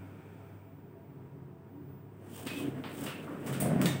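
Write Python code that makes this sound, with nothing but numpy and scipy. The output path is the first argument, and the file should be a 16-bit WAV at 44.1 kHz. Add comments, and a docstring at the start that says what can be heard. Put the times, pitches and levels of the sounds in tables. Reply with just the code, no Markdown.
"""Inside a steel elevator car: the motor hums, the ride noise dies away and the doors unlatch.
The panels roll open with a groan, scrapes, metal clanks and a run of roller thumps;
a sleeve swishes as an arm reaches out and clicks a button.
Rolling, cloth and machine noise are shaped random noise; groan, hum and whine are drifting sines;
struck steel is a sum of decaying modes with dense echoes, and scrapes are gliding resonances."""
import sys
import numpy as np
from scipy import signal
from scipy.fft import rfft, irfft
from scipy.io import wavfile

SR = 44100
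rng = np.random.default_rng(int(sys.argv[2]) if len(sys.argv) > 2 else 0)


def to_wav(sig):
    """Store sig (one row per channel, or 1-D mono) as 16-bit WAV at the path in sys.argv[1].

    Samples outside -1..1 are clipped; the rate is SR.
    """
    pcm = np.clip(np.atleast_2d(sig), -1, 1) * 32767
    pcm = np.round(pcm).astype(np.int16)
    wavfile.write(sys.argv[1], SR, pcm.T)  # frames by channels


N = 176400
T = np.arange(N) / SR
HIT_T = T[:SR]  # time axis of one blow, 1 s

# Levels are relative to the sound's own gain factors; t60 is the time to decay by 60 dB.
# door panels rolling on their track: f/Hz, density/(dB per Hz)
ROLL_SPECTRUM = [(25, -112), (60, -83.5), (100, -84), (137, -65), (175, -69), (215, -68), (280, -67),
                 (380, -71.5), (480, -75), (650, -79), (1000, -87), (1600, -88.5), (3000, -97.5),
                 (4200, -111), (16000, -118)]
# swell of the rolling: t/s, level/dB
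ROLL_LEVEL = [(2.0, -35), (2.25, -9), (2.44, -4.5), (2.52, -2), (2.68, 3), (2.8, -0.5), (2.93, -4),
              (3.04, 3.5), (3.2, -2.5), (3.32, -0.5), (3.42, -1), (3.48, 6), (3.58, 1.5), (3.66, 5),
              (3.86, 11), (4, 0.5)]
# rattle of the fast-moving panels: f/Hz, density/(dB per Hz)
RATTLE_SPECTRUM = [(25, -112), (80, -83), (170, -52), (330, -64.5), (430, -65.5), (520, -67), (650, -62.5),
                   (800, -78), (1100, -77), (1600, -80), (2500, -90.5), (3300, -104), (16000, -118)]
# course of the rattle: t/s, level/dB
RATTLE_LEVEL = [(3.4, -60), (3.52, -31), (3.605, -10), (3.64, 0), (3.86, -3.5), (3.93, -10), (4, -25)]
# resonances of the rattling panels: f/Hz, pole width/Hz, level/dB
PANEL_RESONANCES = [(167.1, 6.9, -35.5), (188.8, 10.6, -35.5), (547, 24, -54), (607, 79, -53),
                    (692, 23, -52)]
# roller thumps: t/s, level/dB
THUMPS = [(3.492, -36), (3.624, -24.5), (3.6468, -23), (3.671, -24.5), (3.718, -23), (3.7607, -21.5),
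          (3.8036, -28), (3.8448, -27), (3.8987, -27.5), (3.951, -29.5)]
# boom of the car walls and knock of the panel: f/Hz, level/dB, t60/s
BOOM_MODES = [(145, -15, 0.18), (168.5, -6, 0.16), (189.5, -8, 0.14), (232, -12, 0.16), (310, -26, 0.11),
              (453, -16, 0.068), (618, -14.5, 0.16), (705, -16, 0.094)]
# the walls radiate little deep bass: f/Hz, level/dB
WALL_RESPONSE = [(20, -42), (55, -22), (100, -5.5), (150, -2), (700, -1), (2000, -10)]
# groans of a dragging panel: peak t/s, rise/(dB per s), fall/(dB per s), f/Hz, level/dB
GROANS = [(1.79, 200, 124, 282.8, -50.5), (2.466, 1200, 350, 270, -43), (2.615, 94, 300, 284.6, -42.5),
          (2.684, 305, 800, 280.5, -31.5), (2.804, 450, 452, 254.6, -40), (3.02, 156, 252, 283, -43.5),
          (3.29, 402, 133, 287.2, -48)]
# partials of a groan: multiple of its pitch, level/dB
GROAN_PARTIALS = [(1, 2), (1.3, -10.5), (1.92, -19.5)]
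# scrapes and squeals of the door linkage:
# start t/s, length/s, start f/Hz, end f/Hz, pole width/Hz, fall/(dB per s), level/dB
SCRAPES = [(2.33, 0.29, 3050, 3070, 550, 65, -67), (2.464, 0.12, 2580, 2440, 300, 120, -48),
           (2.483, 0.18, 2535, 2550, 40, 24, -47.5), (2.557, 0.18, 3290, 2904, 805, 50, -53),
           (3.055, 0.21, 2884, 2560, 450, 50, -47.5), (3.263, 0.166, 1209, 1154, 590, 61, -49),
           (3.324, 0.084, 559, 535, 120, 61, -48.5), (3.52, 0.057, 3050, 2990, 130, 61, -48)]
# frequencies at which the clanks differ: f/Hz
CLANK_HZ = [400, 1300, 3000, 9000]
# latch and linkage clanks: t/s, four levels/dB at CLANK_HZ, ring level/dB, share of direct crack
CLANKS = [(2.463, -58, -60, -53.5, -72, -54, 0.63), (2.4699, -69, -56, -58, -69.5, -61, 3.1),
          (2.839, -50, -52.5, -58.5, -85, -66, 1.7), (3.063, -66, -50, -56, -69.5, -66, 1.7),
          (3.463, -54, -55.5, -61.5, -64, -65, 1), (3.527, -78, -51, -58.5, -69, -58, 0.69),
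          (3.8152, -56, -55, -55, -60, -57, 2.74), (3.8213, -54, -52, -67, -78, -64, 3.5),
          (3.8568, -53, -49, -53, -56, -38, 1.9)]
# ring of the door steel: f/Hz, level/dB, t60/s
STEEL_MODES = [(1841, -2, 0.39), (2216, -6.5, 0.55), (2837, -8, 0.22), (3380, -8.5, .35), (3660, -4, 0.35),
               (3950, -7.5, 0.34), (4490, -10, 0.35)]
# sharp chinks as the door catch strikes and seats: t/s, level/dB
CHINKS = [(3.8585, -26.5), (3.8608, -31.5)]
# modes of the catch: f/Hz, level/dB, t60/s
CATCH_MODES = [(3560, -7, 0.012), (3760, 0.5, 0.01), (4480, -4, 0.023)]
# echo decay in the car: f/Hz, t60/s
CAR_T60 = [(200, 0.18), (1000, 0.49), (3000, 0.63), (7000, 0.42), (15000, 0.22)]
# sleeve swishes: peak t/s, rise/(dB per s), fall/(dB per s), level/dB
SWISHES = [(2.375, 186, 71, 2.5), (2.6, 72, 152, 2), (3.045, 98, 131, 5.5), (3.24, 203, 75, -10.5),
           (3.47, 138, 100, -6)]
# colour of the cloth: f/Hz, density/(dB per Hz)
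CLOTH_SPECTRUM = [(100, -110), (1000, -88), (2000, -98), (3000, -90), (4200, -100), (7000, -97.5),
                  (9000, -95.5), (16000, -99.5)]
# touch and press of the button: t/s, level/dB, share of direct crack
CLICKS = [(3.447, -81, 2), (3.5266, -65.5, 2.1), (3.6012, -49.5, 0.78)]
# colour of the button click: f/Hz, level/dB
BUTTON_RESPONSE = [(100, -29), (2000, -6), (5000, -14), (7500, -9.5), (8400, -3.5), (9300, 0.5),
                   (10200, 0.5), (11500, -7.5), (13200, -3), (14300, -5), (16000, -5)]
# ring of the button cap: f/Hz, level/dB, t60/s
CAP_MODES = [(8350, -3, 0.25), (8670, -5, 0.2), (10160, -4, 0.2), (13063, 2, 0.24), (13400, -2, 0.22)]
# hum and whine of motor and drive, one row each: f/Hz, level/dB
MOTOR_TONES = [(100, -55), (15009, -83)]
# course of the hum: t/s, level/dB
HUM_LEVEL = [(0, 0), (.25, -7.5), (.5, 0.5), (1.3, -2), (4, 0)]
# course of the whine: t/s, level/dB
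WHINE_LEVEL = [(0, -3), (.85, 3), (1.55, -7), (1.92, 8), (2.2, -6), (2.7, 4), (4, 9)]
# narrow resonances that the machine keeps ringing: f/Hz, pole width/Hz, level/dB
MACHINE_RESONANCES = [(275.4, 14, -63), (357, 8.7, -67.5), (405.5, 11.7, -66.5), (452.4, 10, -69),
                      (662.4, 8.6, -71.5), (946, 40, -73)]
# boom of the air in the car: peak t/s, rise/(dB per s), fall/(dB per s), level/dB
AIR_SWELLS = [(1.25, 118, 51, -50), (1.46, 52, 102, -50), (1.93, 51, 77, -48.5), (2.71, 52, 96, -43),
              (3.52, 243, 175, -35), (3.9, 35, 65, -36)]
# drone of the machine: f/Hz, density/(dB per Hz)
DRONE_SPECTRUM = [(20, -125), (40, -106), (60, -96), (85, -77.5), (112, -81), (137, -73.5), (170, -74),
                  (220, -81), (280, -80), (320, -82.5), (420, -84.5), (520, -93), (680, -91.5),
                  (1000, -96.5), (1500, -102), (2500, -110), (4000, -121), (8000, -127), (16000, -126)]
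# course of the drone: t/s, level/dB
DRONE_LEVEL = [(0, -2.5), (.95, 0), (1.25, 1.5), (1.6, 0), (1.9, 2), (4, -19)]
# ride noise of the car coming to rest: f/Hz, density/(dB per Hz)
RIDE_SPECTRUM = [(50, -115), (130, -78), (400, -85), (600, -93), (900, -92), (1130, -100), (1350, -93.5),
                 (2020, -104), (2330, -97), (2800, -107), (3400, -109), (4000, -117), (9000, -121),
                 (16000, -124)]
# dying away of the ride noise: t/s, level/dB
RIDE_LEVEL = [(0, 2.5), (.52, 0), (.7, -7.5), (1.1, -13.5), (2, -29)]
# microphone colour: f/Hz, level/dB
MIC_RESPONSE = [(3000, 0), (3600, 0), (4200, -2.5), (4700, 0.5), (5600, -0.5), (7000, -1), (8000, 5),
                (8600, 6.5), (9500, 0), (11000, -2.5), (12200, -2.5), (14000, 2.5), (15700, 9.5)]

THUMP_S, THUMP_PUSH = 0.00091, 1.05  # time scale and size of the push
GROAN_DRIFT_HZ = 4.1
SCRAPE_RISE_S, SCRAPE_FADE_S, SCRAPE_JITTER_HZ = 0.012, 0.063, 22
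CLANK_RISE_S, STEEL_WIDTH_HZ = 0.0045, 86
HUM_WAVER_DB, HUM_DRIFT_HZ = 3, 0.83
AIR_HZ, AIR_DRIFT_HZ = 135.1, 2.55
EDGE_HZ = 15830  # upper band limit


def doors(bumpy_db=1.5, rattle_db=2):
    """Rolling and impact excitation: noise through panel resonances, and thumps that excite modes."""
    rolling = noise(ROLL_SPECTRUM) * level(ROLL_LEVEL) * amp(bumpy_db * wander(21))
    panels = noise(RATTLE_SPECTRUM) + resonances(PANEL_RESONANCES)
    out = rolling + panels * level(RATTLE_LEVEL) * amp(rattle_db * wander(59))
    push = np.exp(-(HIT_T / THUMP_S - 1) ** 2) * np.minimum(HIT_T / THUMP_S, 1)
    for s, db in THUMPS:
        thump = ring(BOOM_MODES, scatter_db=2.5) + THUMP_PUSH * push
        add(out, s, -amp(db) * colour(thump, WALL_RESPONSE))
    return out


def groans(lumpy_db=2.5):
    """Stick-slip friction: a dragging panel sounds partials of drifting pitch and lumpy level."""
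    drift = 2 * np.pi * np.cumsum(GROAN_DRIFT_HZ * wander(31)) / SR
    out = np.zeros(N)
    for s, rise, fall, hz, db in GROANS:
        phase = 2 * np.pi * hz * T + drift
        note = sum(amp(part_db) * np.sin(ratio * phase) for ratio, part_db in GROAN_PARTIALS)
        out += np.sqrt(2) * note * swells([(s, rise, fall, db)])
    return out * amp(lumpy_db * wander(70))


def linkage(rough_db=2):
    """Sliding friction: steel on steel excites rough resonances that glide in pitch and die away."""
    out = np.zeros(N)
    for s, length, start_hz, end_hz, width, fall, db in SCRAPES:
        t = T[:round(length * SR)]
        fade = np.minimum(np.minimum(t / SCRAPE_RISE_S, (length - t) / SCRAPE_FADE_S), 1)
        glide = np.interp(HIT_T, (0, length), (start_hz, end_hz))
        hz = glide + SCRAPE_JITTER_HZ * wander(47)[:SR]
        scrape = band(hz, width, count=SR, steady=0.66)[:len(t)]
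        add(out, s, amp(db - fall * t) * fade * scrape)
    return out * amp(rough_db * wander(140))


def latch(bass_db=-18, presence_db=-7, upper_db=1, top_db=-2):
    """Impact and reverberation: each clank rings the door steel and echoes round the car."""
    out = np.zeros(N)
    for s, low, mid, high, treble, ring_db, direct in CLANKS:
        # levels between and beyond the tabulated frequencies follow their neighbours
        edges = [(60, low + bass_db), (4600, high + presence_db),
                 (6000, treble + upper_db), (15000, treble + top_db)]
        shape = sorted([*edges, *zip(CLANK_HZ, (low, mid, high, treble))])
        clank = colour(impact(CLANK_RISE_S, direct, crack_s=0.0027), shape)
        add(out, s, clank + amp(ring_db) * steel())
    for s, db in CHINKS:
        add(out, s, amp(db) * ring(CATCH_MODES))
    return out


def steel():
    """Modal density: clusters of close modes make each ring of the door steel shimmer."""
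    modes = sum(amp(db - 60 * HIT_T / t60) * band(hz, STEEL_WIDTH_HZ, count=SR)
                for hz, db, t60 in STEEL_MODES)
    return modes * (1 - np.exp(-HIT_T / CLANK_RISE_S))


def passenger(grain_db=1.5, cap_db=3):
    """Cloth friction and impact: grainy noise for the sleeve, then a click that rings the button cap."""
    out = noise(CLOTH_SPECTRUM) * swells(SWISHES) * amp(grain_db * wander(120))
    for s, db, direct in CLICKS:
        click = colour(impact(rise_s=0.0031, direct=direct, crack_s=0.0023), BUTTON_RESPONSE)
        add(out, s, amp(db) * (click + amp(cap_db) * ring(CAP_MODES)))
    return out


def motor(whine_waver_db=2.0):
    """Forced vibration: wavering tones and car resonances over the drone and the fading ride noise."""
    (hum_hz, hum_db), (whine_hz, whine_db) = MOTOR_TONES
    hum_gain = amp(hum_db + HUM_WAVER_DB * wander(0.53)) * level(HUM_LEVEL)
    out = tone(hum_hz, HUM_DRIFT_HZ, rate=6.7) * hum_gain
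    whine_gain = amp(whine_db + whine_waver_db * wander(7.1)) * level(WHINE_LEVEL)
    out += tone(whine_hz, drift_hz=4, rate=6.5) * whine_gain
    out += resonances(MACHINE_RESONANCES)
    out += tone(AIR_HZ, AIR_DRIFT_HZ, rate=15.3) * swells(AIR_SWELLS)
    drone = noise(DRONE_SPECTRUM) * level(DRONE_LEVEL)
    ride = noise(RIDE_SPECTRUM) * level(RIDE_LEVEL)
    return out + drone + ride


def impact(rise_s, direct, crack_s):
    """Reverberation: a short crack and its dense echoes, decaying at a rate set by frequency."""
    hz, t, z = signal.stft(rng.standard_normal(SR), SR, nperseg=256)
    decay = amp(-60 * t / read(CAR_T60, hz)[:, None])
    tail = signal.istft(z * decay, SR, nperseg=256)[1][:SR]
    crack = rng.standard_normal(SR) * np.exp(-HIT_T / crack_s)
    return 10 * (tail * (1 - np.exp(-HIT_T / rise_s)) + direct * crack)


def ring(modes, scatter_db=0):
    """Modal decay: dying sines of a struck body, with mode levels scattered from blow to blow."""
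    out = np.zeros(SR)
    for hz, db, t60 in modes:
        mode_db = db + scatter_db * rng.standard_normal()
        out += amp(mode_db - 60 * HIT_T / t60) * np.sin(2 * np.pi * hz * HIT_T)
    return out


def band(hz, width, count, steady=0):
    """Resonance: noise of rms 1 about a pitch that can glide; steady (0-1) evens out its level."""
    pole = np.exp(-np.pi * width / SR)
    z = rng.standard_normal(count + SR) + 1j * rng.standard_normal(count + SR)
    z = signal.lfilter([1], np.poly([pole, pole]), z)[SR:]  # drop the first second of build-up
    carrier = np.exp(2j * np.pi * np.cumsum(hz * np.ones(count)) / SR)
    x = (z / abs(z) ** min(steady, 1) * carrier).real
    return x / x.std()


def resonances(rows):
    """Superposition: independent resonances add."""
    return sum(amp(db) * band(hz, width, count=N) for hz, width, db in rows)


def tone(hz, drift_hz, rate):
    """Frequency modulation: a sine of rms 1 whose pitch wanders."""
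    return np.sqrt(2) * np.sin(2 * np.pi * np.cumsum(hz + drift_hz * wander(rate)) / SR)


def noise(points):
    """Spectral shaping: white noise weighted to the given density in dB per Hz."""
    gain = amp(read(points, np.fft.rfftfreq(N, 1 / SR))) * np.sqrt(SR / 2)
    return irfft(rfft(rng.standard_normal(N)) * gain, N)


def wander(rate):
    """Low-passed noise: smooth random motion of rms 1, faster for a higher rate in Hz."""
    lowpass = np.exp(-(np.fft.rfftfreq(N, 1 / SR) / rate) ** 2)
    x = irfft(rfft(rng.standard_normal(N)) * lowpass, N)
    return (x - x.mean()) / x.std()


def swells(rows):
    """Energy summation: gain that rises to each peak and falls again, summed in power."""
    power = np.zeros(N)
    for s, rise, fall, db in rows:
        power += amp(db - np.maximum((s - T) * rise, (T - s) * fall)) ** 2
    return np.sqrt(power)


def colour(x, points, size=8192):
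    """Minimum-phase filtering: a causal filter with the given f/Hz, level/dB response."""
    log_gain = np.log(amp(read(points, abs(np.fft.fftfreq(size, 1 / SR)))))
    taps = np.fft.ifft(np.exp(np.conj(signal.hilbert(log_gain)))).real[:size // 2]
    return signal.fftconvolve(x, taps)[:len(x)]


def amp(db):
    """Decibel definition: level to amplitude gain."""
    return 10 ** (np.asarray(db) / 20)


def read(points, hz):
    """Log-frequency interpolation: reads a table at the given frequencies."""
    f, value = np.transpose(points)
    return np.interp(np.log(hz + 1), np.log(f + 1), value)


def level(points):
    """Envelope: gain over time from t/s, level/dB points."""
    return amp(np.interp(T, *np.transpose(points)))


def add(mix, s, sound):
    """Superposition: adds a sound into the mix at time s in seconds."""
    part = mix[round(s * SR):][:len(sound)]
    part += sound[:len(part)]


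def scene():
    """Superposition of everything heard in the car."""
    return (doors() + groans() + linkage() + latch() + passenger() + motor())[None]


def record(dry):
    """Linear filtering: the microphone colour, then the upper band limit."""
    coloured = colour(dry[0], MIC_RESPONSE)
    lowpass = signal.firwin(511, EDGE_HZ, window=("kaiser", 9), fs=SR)
    return signal.oaconvolve(coloured, lowpass, "same")[None]


dry = scene()
out = record(dry)
to_wav(out)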